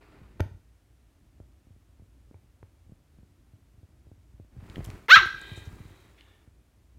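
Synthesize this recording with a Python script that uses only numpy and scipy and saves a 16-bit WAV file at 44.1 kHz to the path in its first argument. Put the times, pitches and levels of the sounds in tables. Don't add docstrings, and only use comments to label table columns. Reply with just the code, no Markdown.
import sys
import numpy as np
from scipy import signal
from scipy.fft import rfft, irfft, next_fast_len
from scipy.io import wavfile
from scipy.ndimage import uniform_filter1d, minimum_filter1d

SR = 44100
rng = np.random.default_rng(int(sys.argv[2]) if len(sys.argv) > 2 else 0)


def transcribe(signal):
    frames = np.atleast_2d(signal).T
    limited = np.clip(frames, -1, 1)
    pcm = np.round(limited * 32767).astype(np.int16)
    wavfile.write(sys.argv[1], SR, pcm)


def voltage_ratio(decibels):
    exponent = np.asarray(decibels, float) / 20
    return 10 ** exponent


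N = 307818

# (frequency [Hz], level [dB])
HUSH_SPECTRUM = [(13, -33), (22, -27.5), (49, 2), (72, 0), (124, -6.5), (177, -15.5), (298, -13),
                 (476, -25), (609, -23), (824, -28), (2340, -32.5), (4390, -37), (4900, -37.5), (9220, -39),
                 (15500, -44)]
# (frequency [Hz], width [Hz], level [dB])
HOUSE_NOTES = [(59, 4.7, -64), (85.5, 20, -72)]
# (frequency [Hz], t60 [s])
ROOM_T60 = [(200, 0.2), (800, 0.37), (1600, 0.4), (3000, 0.41), (6000, 0.46), (14000, 0.38)]
# (frequency [Hz], level [dB], t60 [s])
PANELS = [(1556, -36, 0.51), (1585, -37.5, 0.45), (1609.7, -44, 0.94), (1676, -47, 1), (2000, -41.5, .6),
          (2223, -45, .6), (2560, -35.5, 0.6), (3830, -40, .4), (4110, -41.5, 0.76)]
# (time [s], drag [dB], weight on mattress [dB])
RUSTLE_BOUTS = [
    [(0.0, -69, -64), (0.15, -68.5, -59), (0.39, -76.5, -53), (0.6, -99, -57)],
    [(4.5, -85, -57), (4.616, -70, -52), (4.738, -62.5, -44.5), (4.93, -61.5, -48.5), (5.075, -69, -58.5)],
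    [(5.25, -66, -53), (5.5, -63.5, -56), (5.74, -66.5, -47.5), (5.908, -68, -59), (6.134, -73, -66.5),
     (6.5, -80.5, -82)],
]
BOUT_FIZZ_DB = [-13.5, -7, -3.5]
# (frequency [Hz], level [dB])
SWISH_SPECTRUM = [(180, -31), (300, -3.5), (403, -4), (480, -12), (1310, -12.5), (1600, -15), (2500, -17),
                  (2980, -24), (5000, -29), (6500, -63), (11000, -120)]
# (frequency [Hz], level [dB])
FIZZ_SPECTRUM = [(2500, -31), (4500, -2), (7000, 1), (12000, -4), (15500, -4)]
# (frequency [Hz], level [dB])
HEAVE_SPECTRUM = [(15, -44.5), (25, -13), (46, 6.5), (92, -6.5), (134, -5), (301, -11.5), (372, -14),
                  (494, -24.5), (900, -33), (1170, -58), (1980, -120)]
# (time [s], peak [dB], centre [Hz], width [Hz], length [s])
CATCHES = [(.3972, -45, 2600, 3000, .004), (0.4044, -27, 1900, 890, 0.0038),
           (.4052, -29.5, 3300, 1390, 0.0021), (0.4057, -35, 8000, 9000, 0.0011),
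           (2.341, -63, 2300, 300, .006), (4.6984, -39.5, 2950, 1400, .003),
           (4.6988, -50, 6500, 3500, 0.0032), (4.758, -33, 2000, 1490, 0.0034),
           (4.842, -48.5, 11800, 1400, 0.024), (4.8427, -41, 6800, 6000, 0.007),
           (4.848, -39, 6500, 6000, 0.0051), (4.851, -41.5, 3000, 1200, 0.0036),
           (4.86, -40.5, 6500, 6000, 0.004), (4.9019, -35.5, 2500, 2630, 0.0033),
           (4.902, -47.5, 8800, 2500, 0.0021), (5.0831, -24.5, 2000, 607, 0.0087),
           (5.0833, -37.5, 4000, 2500, .002), (5.16, -34.5, 55, 60.4, 0.12),
           (5.251, -48.5, 10000, 6000, 0.044), (5.414, -42.5, 8000, 1840, .004),
           (5.557, -49.5, 7250, 3500, 0.072), (5.65, -53, 6000, 2510, 0.027),
           (6.173, -53, 2200, 1494, 0.085), (6.2088, -42, 2900, 1704, 0.0034)]
# (time [s], pat [dB], pat pitch [Hz], mattress thud [dB])
FINGER_PATS = [(1.4, -41.5, 283, -42.5), (1.668, -55, 232.3, -55), (1.704, -55, 198, -45.5),
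               (1.761, -54.5, 206, -54), (1.887, -63, 290, -57), (1.995, -51, 267, -47),
               (2.019, -50, 190.5, -48.5), (2.272, -58, 182.1, -69.5), (2.31, -44.5, 241, -69),
               (2.46, -68, 213, -57), (2.862, -63, 264, -49), (2.893, -48.5, 172, -50),
               (2.919, -42.5, 163.1, -46), (3.185, -47, 178, -54), (3.229, -48, 175.6, -53),
               (3.533, -56, 205, -45.5), (3.738, -57.5, 172, -55), (3.776, -59.5, 245, -49),
               (3.829, -51.5, 231, -45), (3.887, -56, 172, -76), (4.067, -52, 266, -47),
               (4.114, -45.5, 265, -45), (4.177, -61, 239, -51), (4.336, -57, 188.2, -48),
               (4.397, -42.5, 257, -41.5), (4.446, -57, 207, -64)]
# (time [s], pat [dB], pat pitch [Hz],
# mattress thud [dB])
PAW_PATS = [(0.214, -43.5, 152, -44), (0.233, -52, 151.2, -60), (0.455, -60, 150, -32.5),
            (0.51, -64, 150, -38), (0.543, -63, 150, -38.5), (4.564, -46, 152, -39),
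            (4.58, -61, 151, -33.5), (4.625, -44.5, 177, -42), (4.696, -55, 200, -39.5),
            (4.767, -32.5, 195, -44), (4.779, -29, 240, -34.5), (4.789, -31, 159, -35),
            (4.804, -34.5, 302, -42), (4.868, -47.5, 151, -30.5), (4.886, -37, 209.1, -31.5),
            (4.93, -48, 332.4, -37), (5.168, -32, 153.6, -49), (5.257, -35, 337, -37),
            (5.34, -44, 146.3, -52), (5.515, -38.5, 147, -32), (5.574, -39, 369, -34.5),
            (5.617, -55, 157, -41), (5.67, -49, 224, -30.5), (5.727, -43, 148.2, -39),
            (5.802, -41, 154.4, -38), (5.851, -47, 151, -39.5), (5.905, -52, 222.6, -45),
            (6.474, -56, 229, -49)]
# (time [s], pat [dB], pat pitch [Hz], mattress thud [dB], cloth tick [dB])
HAND_SLAPS = [
    (.395, -39, 507, -65.5, -42),
    (.3995, -24.5, 417, -60, -35),
    (.4028, -20, 450, -47, -27),
    (.402, -40, 297, -19, -70.5),
    (2.342, -46, 400, -46.5, -62),
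    (2.627, -42, 410, -43.5, -51),
]
# (start [s], length [s], level [dB], mouth opening as resonance factor [1])
PANTS = [
    (5.283, 0.43, -51.5, 0.97),
    (5.659, 0.5348, -69, 0.985),
    (6.122, 0.33, -68.5, 0.886),
]
# (frequency [Hz], width [Hz], level [dB])
SNOUT = [(2027, 200, -1.5), (2495, 196, -2), (3290, 330, -3), (3865, 450, -1.5)]
# (frequency [Hz], level [dB])
THROAT_SLOPE = [(250, -44.5), (400, -32.5), (800, -27.5), (1200, -14), (2000, -12.5), (3000, -18),
                (4500, -20.5), (5200, -32.5), (7300, -38), (8200, -51.5), (11400, -61.5), (13500, -49),
                (15500, -49)]
# (frequency [Hz], width [Hz], lift [dB])
FORMANTS = [(1530, 180, 9.5), (2680, 250, 10.5), (3500, 240, 4.5), (4500, 52, 7), (5600, 450, 5.5)]
# (frequency [Hz], width [Hz], lift [dB])
NOSE_DIPS = [(2390, 170, -18), (3130, 130, -9), (4800, 250, -13)]
# (time [s], pitch [Hz], effort [dB])
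YAP = [
    (5.085, 399, -33.5),
    (5.096, 504, -21.5),
    (5.11, 626, -10.5),
    (5.12, 719, -7.5),
    (5.134, 772.6, -4),
    (5.148, 809.3, -6),
    (5.156, 842, -11.5),
    (5.158, 621.5, -13),
    (5.174, 683.4, -12.5),
]


def evened(x):
    return x / np.sqrt(np.mean(x ** 2) + 1e-20)


def read(points, hz):
    f, value = np.transpose(points)
    return np.interp(np.log(hz + 1), np.log(f + 1), value)


def add(mix, start_s, sound):
    part = mix[round(start_s * SR):][:len(sound)]
    part += sound[:len(part)]


def spread(rows):
    s, *columns = np.transpose(rows)
    t = np.arange(s[0], s[-1], 1 / SR)
    return s[0], [np.interp(t, s, column) for column in columns]


def resonate(x, hz, width_hz):
    turn = np.exp(2j * np.pi * np.cumsum(hz * np.ones(len(x))) / SR)
    r = np.exp(-np.pi * width_hz / SR)
    return 2 * (turn * signal.lfilter([1 - r], [1, -r], x / turn + 1e-18)).real


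def resonate_twice(x, hz, width_hz):
    return resonate(resonate(x, hz, width_hz), hz, width_hz)


def coloured(x, points):
    size = next_fast_len(len(x) + 2048)
    gain = voltage_ratio(read(points, np.fft.rfftfreq(size, 1 / SR)))
    return irfft(rfft(x, size) * gain, size)[:len(x)]


def lumps(count, size):
    return evened(uniform_filter1d(uniform_filter1d(rng.standard_normal(count), size), size))


def lumpy_noise(count, depth_db, size):
    return rng.standard_normal(count) * voltage_ratio(depth_db * lumps(count, size))


def burst(seconds, hz, width_hz, push=0):
    t = np.arange(6000) / SR / seconds
    puff = (push + rng.standard_normal(len(t))) * t * np.exp(-t)
    puff = resonate_twice(puff, hz, width_hz)
    return puff / abs(puff).max()


def bumps(modes, hz):
    return sum(db / (1 + (2 * (hz - f) / w) ** 2) for f, w, db in modes)


def hush():
    wander = voltage_ratio(1.6 * lumps(N, size=2500))
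    noise = coloured(rng.standard_normal(N), HUSH_SPECTRUM)
    low = signal.sosfiltfilt(signal.butter(2, 400, fs=SR, output="sos"), noise)
    notes = sum(voltage_ratio(db) * evened(resonate_twice(rng.standard_normal(N), hz, w))
                for hz, w, db in HOUSE_NOTES)
    return voltage_ratio(-61) * evened(noise - low + low * wander) + notes


def room(x):
    taps = np.zeros(SR)
    at = np.arange(300, SR - 20, 20)
    taps[at + rng.integers(0, 20, len(at))] = rng.choice([-1., 1.], len(at))
    hz, t, z = signal.stft(taps, SR, nperseg=256)
    decay = voltage_ratio(-60 * t / read(ROOM_T60, hz)[:, None])
    tail = signal.istft(z * decay, SR, nperseg=256)[1]
    return signal.fftconvolve(x, tail / np.linalg.norm(tail))[:N]


def rings(x):
    t = np.arange(SR) / SR
    panels = sum(voltage_ratio(db - 60 * t / t60) * np.sin(2 * np.pi * hz * t) for hz, db, t60 in PANELS)
    return signal.fftconvolve(x, panels * voltage_ratio(-30.5))[:N]


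def rustle(rows, fizz_db):
    s, (drag_db, heave_db) = spread(rows)
    count = len(drag_db)
    swish = evened(coloured(lumpy_noise(count, 1.5, size=300), SWISH_SPECTRUM))
    fizz = evened(coloured(lumpy_noise(count, 2.5, size=40), FIZZ_SPECTRUM))
    heave = evened(coloured(lumpy_noise(count, 2.4, size=900), HEAVE_SPECTRUM))
    sound = voltage_ratio(drag_db + 7.5) * swish
    sound += voltage_ratio(drag_db + fizz_db + 1.5) * fizz
    sound += voltage_ratio(heave_db - 2.0) * heave
    return s, sound * signal.windows.tukey(count, .05)


def snag(peak_db, hz, width_hz, length_s):
    return voltage_ratio(peak_db) * burst(0.19 * length_s, hz, width_hz)


def pat(pat_db, hz, thud_db, tick_db, t60_s):
    t = np.arange(6000) / SR
    thud = -np.sin(2 * np.pi * 93 * rng.uniform(.93, 0.98) * t)
    thud *= voltage_ratio(-60 * t / t60_s) * (1 - np.exp(-(t / 0.0044) ** 2))
    push = np.sin(2 * np.pi * hz * t) * t * np.exp(-t * hz / 0.29)
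    push = push / abs(push).max() + 0.7 * burst(0.00055, 2.2 * hz, 680, push=1.2)
    tick = burst(0.0001, 1300, 1500, push=2.1)
    return voltage_ratio(pat_db) * push + voltage_ratio(thud_db + 5.5) * thud + voltage_ratio(tick_db + 4.5) * tick


def pant(s, length_s, level_db, mouth):
    rise_share, fall_share, edge_db = 0.23, .35, -14.5
    share = np.arange(0, length_s, 1 / SR) / length_s
    edge = np.maximum(1 - share / rise_share, 1 - (1 - share) / fall_share)
    swell_db = edge_db * np.clip(edge, 0, 1)
    air = rng.standard_normal(len(share))
    snout = sum(voltage_ratio(db) * resonate_twice(air, hz * mouth, w) for hz, w, db in SNOUT)
    return s, voltage_ratio(level_db + swell_db) * evened(snout) * signal.windows.tukey(len(air), .1)


def throat_db(hz, mouth):
    return read(THROAT_SLOPE, hz / mouth) + bumps(FORMANTS, hz / mouth) + bumps(NOSE_DIPS, hz)


def voice(hz, mouth, rough, lowest, edge_db=0, smear=.08):
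    edge_hz = 6300
    turns = np.cumsum(hz * (1 + .1 * rough * lumps(len(hz), size=60))) / SR
    order = np.arange(lowest, 60)[:, None]
    harmonic_hz = order * hz
    press_db = edge_db / (1 + (edge_hz / harmonic_hz) ** 8)
    height = voltage_ratio(throat_db(harmonic_hz, mouth) + press_db) * (harmonic_hz < 15600)
    folds = (-height * np.cos(2 * np.pi * order * turns + smear * order ** 2)).sum(0)
    folds /= np.sqrt((height ** 2).sum(0) / 2)
    shape = [(f, throat_db(f, mouth.mean())) for f in np.geomspace(200, 16000, 200)]
    beats = 0.49 + np.exp(-(turns % 1) / 0.24)
    puffs = evened(coloured(beats * rng.standard_normal(len(hz)), shape))
    return folds + rough * puffs, turns


CRACK_S, CRACK_RISE_S = 5.1545, .0035


def crack():
    hold_s, fall_s, level_db, end_db = .013, .021, -13, -12
    fast_hz, slow_hz, mouth = 244.5, 168.3, .88
    knees = np.cumsum([0, CRACK_RISE_S, hold_s, fall_s])
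    t = np.arange(0, knees[-1], 1 / SR)
    effort_db = level_db + np.interp(t, knees, [-22, 1.5, -1.5, end_db])
    hz = np.interp(t, [knees[2] - .006, knees[2]], [fast_hz, slow_hz])
    rattle = voice(hz, mouth * np.ones(len(t)), .25, lowest=2, smear=.4)[0]
    rattle = signal.sosfilt(signal.butter(4, 1150, "high", fs=SR, output="sos"), rattle)
    return CRACK_S, voltage_ratio(effort_db) * rattle * signal.windows.tukey(len(hz), .1)


def yap():
    sink_s, sink_to_hz, sink_hz_per_s, sink_db_per_s = .08, 358, -6600, -640
    mouth_start, mouth_open, open_s = 0.68, 1, 0.016
    mouth_broken, shut_power = .88, 0.52
    nose_rise_db, nose_sink_db = -38.5, -53.5
    gulp_s, gulp_db, gulp_wide_s = 5.233, -43, .014
    edge_start_db, edge_end_db, edge_s = 6, -8, .04
    s, (hz, effort_db) = spread(YAP)
    down_s = np.arange(0, sink_s, 1 / SR)
    hz = np.r_[hz, np.maximum(hz[-1] + sink_hz_per_s * down_s, sink_to_hz)]
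    effort_db = np.r_[effort_db, effort_db[-1] + sink_db_per_s * down_s]
    t = s + np.arange(len(hz)) / SR
    opening = mouth_open - (mouth_open - mouth_start) * np.exp(-(t - s) / open_s)
    shutting = mouth_broken * (hz / YAP[-1][1]) ** shut_power
    mouth = np.where(t < CRACK_S + CRACK_RISE_S, opening, shutting)
    nose = voltage_ratio(np.where(t < CRACK_S, nose_rise_db, nose_sink_db))
    nose = nose + voltage_ratio(gulp_db) * np.exp(-((t - gulp_s) / gulp_wide_s) ** 2)
    hz, effort_db, mouth, nose = uniform_filter1d([hz, effort_db, mouth, nose], size=90, mode="nearest")
    edge_db = edge_end_db + (edge_start_db - edge_end_db) * np.exp(-((t - s) / edge_s) ** 2)
    squeak, turns = voice(hz, mouth, .03, lowest=2, edge_db=edge_db)
    sound = voltage_ratio(effort_db) * squeak + nose * np.sqrt(2) * np.sin(2 * np.pi * turns)
    return s, sound * signal.windows.tukey(len(hz), .015)


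def scene():
    finger_tick_db, paw_tick_db = -83, -68
    dog, bed = np.zeros(N), np.zeros(N)
    for rows, fizz_db in zip(RUSTLE_BOUTS, BOUT_FIZZ_DB):
        add(bed, *rustle(rows, fizz_db))
    for s, *scratch in CATCHES:
        add(bed, s, snag(*scratch))
    for blows, rest in (HAND_SLAPS, [.12]), (FINGER_PATS, [finger_tick_db, .1]), (PAW_PATS, [paw_tick_db, .08]):
        for s, *blow in blows:
            add(bed, s + 0.0017, pat(*blow, *rest))
    for row in PANTS:
        add(bed, *pant(*row))
    add(dog, *crack())
    add(dog, *yap())
    reverb = room(voltage_ratio(-11.5) * dog + voltage_ratio(-12) * bed)
    return (dog + bed + reverb + rings(dog) + hush())[None]


def band_limit(x):
    return signal.sosfilt(signal.butter(12, 15680, fs=SR, output="sos"), x)


def record(dry):
    peak = -minimum_filter1d(-abs(dry), size=200)
    held = dry / np.maximum(uniform_filter1d(peak, size=200) / 1.02, 1)
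    return band_limit(np.clip(held, -1, 1))


dry = scene()
out = record(dry)
transcribe(out)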